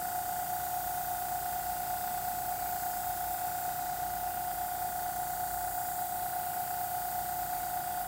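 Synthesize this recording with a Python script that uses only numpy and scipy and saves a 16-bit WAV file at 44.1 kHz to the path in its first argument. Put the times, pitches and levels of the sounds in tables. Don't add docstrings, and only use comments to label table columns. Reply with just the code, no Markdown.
import sys
import numpy as np
from scipy import signal
from scipy.fft import rfft, irfft
from scipy.io import wavfile
from scipy.ndimage import uniform_filter1d

SR = 44100
rng = np.random.default_rng(int(sys.argv[2]) if len(sys.argv) > 2 else 0)


def inscribe(sig):
    pcm = np.round(np.clip(np.atleast_2d(sig).T, -1, 1) * 32767)
    wavfile.write(sys.argv[1], SR, pcm.astype(np.int16))


N = 356195


def gain_of(db):
    return 10 ** (np.asarray(db) / 20)


def unit_rms(x):
    return x / np.sqrt(np.mean(x ** 2) + 1e-20)


def curve_at(points, hz):
    point_hz, value = np.transpose(points)
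    return np.interp(np.log(hz + 1), np.log(point_hz + 1), value)


def noise(colour):
    white = rfft(rng.standard_normal(N))
    return unit_rms(irfft(white * colour(np.fft.rfftfreq(N, 1 / SR)), N))


def drift(rate_hz):
    return noise(lambda hz: 1 / (1 + (hz / rate_hz) ** 2))


def patches(shape, size):
    field = rng.standard_normal(shape)
    for axis in (0, 1, 0, 1):
        field = uniform_filter1d(field, size[axis], axis, mode="wrap")
    return unit_rms(field)


# centre in Hz, width in Hz, relative level in dB.
BENCH_MODES = [(43.7, 7, 0), (53, 6.8, 3.5), (94, 12, -5), (120.3, 17, -3.5), (148.4, 14, -4.5),
               (175, 23, -10.5), (203, 16, -3.5)]
# pitch in Hz, level in dB.
DRONE_TONES = [(53, -61.5), (137.3, -66.5)]
# frequency in Hz, relative level in dB.
ROOM_COLOUR = [(20, -22), (40, -4), (70, 0), (230, 0), (300, -4), (380, -1), (550, -5), (750, 0),
               (1000, -4), (1500, -2), (1900, -5), (2400, -13), (5000, -30)]


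def rumble(bench_db=-57.5, room_db=-56.5):
    t = np.arange(N) / SR
    bench = noise(lambda hz: sum(gain_of(db) / (1 + (2 * (hz - centre) / width) ** 2)
                                 for centre, width, db in BENCH_MODES))
    drones = sum(gain_of(db) * np.sqrt(2) * np.sin(2 * np.pi * hz * t) for hz, db in DRONE_TONES)
    room = noise(lambda hz: gain_of(curve_at(ROOM_COLOUR, hz)))
    return gain_of(bench_db) * bench + drones + gain_of(room_db) * room


SHAFT_HZ, MAINS_HZ = 29.1466, 60.0083
# centre in Hz, width in Hz.
HOUSING_MODES = [(756, 82), (789, 21)]
# shaft multiple, mains multiple, level in dB.
MOTOR_TONES = [(2, 0, -71), (3, 0, -61.0), (4, 0, -66), (0, 2, -67), (5, 0, -67.5), (6, 0, -66),
               (8, 0, -81), (10, 0, -66), (11, 0, -73), (12, 0, -62), (14, 0, -72.5), (15, 0, -74.5),
               (16, 0, -80.5), (17, 0, -72), (18, 0, -88), (19, 0, -76), (20, 0, -69), (1, 10, -62.5),
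               (22, 0, -74), (2, 10, -58), (-2, 12, -69.5), (23, 0, -74), (-1, 12, -62.5), (24, 0, -77),
               (0, 12, -37.5), (29, -2, -54), (25, 0, -51), (1, 12, -61), (30, -2, -64), (26, 0, -47.5),
               (2, 12, -53), (-2, 14, -85), (27, 0, -50.5), (3, 12, -85), (-1, 14, -69.5), (28, 0, -57),
               (0, 14, -77), (29, 0, -61), (1, 14, -54), (30, 0, -58), (32, 0, -67.5), (36, 4, -63.5),
               (37, 4, -71.5)]


def motor(turns, waver=0.014):
    shaft_cycles = turns - .247
    mains_cycles = MAINS_HZ * np.arange(N) / SR - .311
    whine = np.zeros(N)
    for shaft_order, mains_order, db in MOTOR_TONES:
        hz = shaft_order * SHAFT_HZ + mains_order * MAINS_HZ
        cycles = shaft_order * shaft_cycles + mains_order * mains_cycles
        lag = sum(2 * np.arctan(2 * (hz - centre) / width) for centre, width in HOUSING_MODES)
        whine += gain_of(db) * np.sqrt(2) * np.cos(2 * np.pi * cycles - lag)
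    return whine * (1 + waver * drift(rate_hz=4.9))


# moment as a share of the turn, pitch in Hz, seconds to die by 60 dB, level in dB.
VALVE_KNOCKS = [(0.403, 1112, 0.087, -52.0), (0.434, 1436, 0.057, -42.9), (0.452, 1483, 0.1, -50.0),
                (0.6, 1255, 0.1, -60.5), (0.619, 1530, 0.02, -42.8), (0.62, 1750, 0.014, -43.6),
                (0.626, 1108, 0.018, -42.1), (0.63, 1423, 0.086, -50.5), (0.634, 2010, 0.098, -66.3),
                (0.784, 1978, 0.1, -53.8), (0.843, 1025, 0.057, -51.3)]


def valves(turns, uneven_db=1.14):
    t = np.arange(SR // 8) / SR
    strength = gain_of(uneven_db * drift(SHAFT_HZ))
    rattle = np.zeros(N)
    for moment, hz, t60, db in VALVE_KNOCKS:
        samples_from_strike = ((turns - moment + .5) % 1 - .5) * SR / SHAFT_HZ
        strikes = np.maximum(1 - abs(samples_from_strike), 0) * strength
        ring = np.exp(-np.log(1000) * t / t60) * np.sin(2 * np.pi * hz * t)
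        rattle += gain_of(db) * signal.oaconvolve(strikes, ring)[:N]
    return rattle


# middle in seconds, length in seconds, top pitch in Hz, top level in dB.
HOLLOW_PASSES = [(2.63, .6, 2350, -61.5), (4.35, .7, 2710, -64), (7.6, 0.42, 2220, -66)]


def hollow(width_hz=220, pitch_sag=.1):
    t = np.arange(N) / SR
    air = drift(width_hz) + 1j * drift(width_hz)
    breath = np.zeros(N)
    for middle, length, hz, db in HOLLOW_PASSES:
        arch = np.cos(np.pi * np.clip((t - middle) / length, -.5, .5))
        pitch_hz = hz * (1 - pitch_sag * (1 - arch))
        phase = 2 * np.pi * np.cumsum(pitch_hz) / SR
        breath += gain_of(db) * arch ** 2 * (air * np.exp(1j * phase)).real
    return breath


# frequency in Hz, relative level in dB.
JET_COLOUR = [(600, -11), (2200, -14.5), (2900, -14.5), (3600, -12), (4300, -13), (4700, -7.5),
              (5200, -12.5), (6000, -11.5), (7900, -4), (9900, -6), (11000, -6), (12000, -8.5), (14500, 3),
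              (16000, -2)]
# time in seconds, boost or cut in dB.
SIZZLE_RIDE = [(0.0, -0.5), (0.85, 0.5), (1.7, -0.3), (3.15, 1.4), (3.95, -1.1), (5.3, -0.2), (5.9, 1),
               (7.4, 0.5), (8.0, -0.5)]
RUSH_RIDE = [(0.0, 1), (0.7, 1.1), (2.55, -0.3), (2.95, 0.5), (4.25, -1.1), (5.9, 1.5), (6.15, -0.6),
             (8.0, -1.2)]
WASH_RIDE = [(0.0, -0.8), (2.2, 0.7), (3.95, 1.0), (5.6, -2), (6.6, 0.2), (8.0, 0.4)]
BAND_CENTRES = [13500, 7350, 3200]


def jet(level_db=-38.5, shift_db=.5, ripple_db=1.5, lift_s=8.02, lift_db_per_s=75):
    framing = dict(fs=SR, nperseg=1024, noverlap=768)
    hz, t, white = signal.stft(rng.standard_normal(N), **framing)
    lift_db = lift_db_per_s * np.maximum(t - lift_s, 0)
    eq_db = curve_at(JET_COLOUR, hz)[:, None] - lift_db
    for centre, ride in zip(BAND_CENTRES, (SIZZLE_RIDE, RUSH_RIDE, WASH_RIDE)):
        band = curve_at([(f, f == centre) for f in sorted(BAND_CENTRES)], hz)
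        ride_db = np.interp(t, *np.transpose(ride))
        eq_db += np.outer(band, ride_db)
    eq_db += shift_db * patches(white.shape, size=(9, 90))
    eq_db += ripple_db * patches(white.shape, size=(2, 70))
    _, hiss = signal.istft(white * gain_of(eq_db), **framing)
    return gain_of(level_db) * unit_rms(hiss[:N])


def scene():
    turns = SHAFT_HZ * np.arange(N) / SR
    mix = jet() + motor(turns) + valves(turns) + rumble() + hollow()
    return np.tile(mix, (2, 1))


def record(dry, low_cut_hz=22, high_cut_hz=15800):
    low_cut = signal.butter(2, low_cut_hz, "highpass", fs=SR, output="sos")
    high_cut = signal.firwin(1023, high_cut_hz, window=("kaiser", 9), fs=SR)
    return signal.oaconvolve(signal.sosfilt(low_cut, dry), high_cut[None], "same")


dry = scene()
out = record(dry)
inscribe(out)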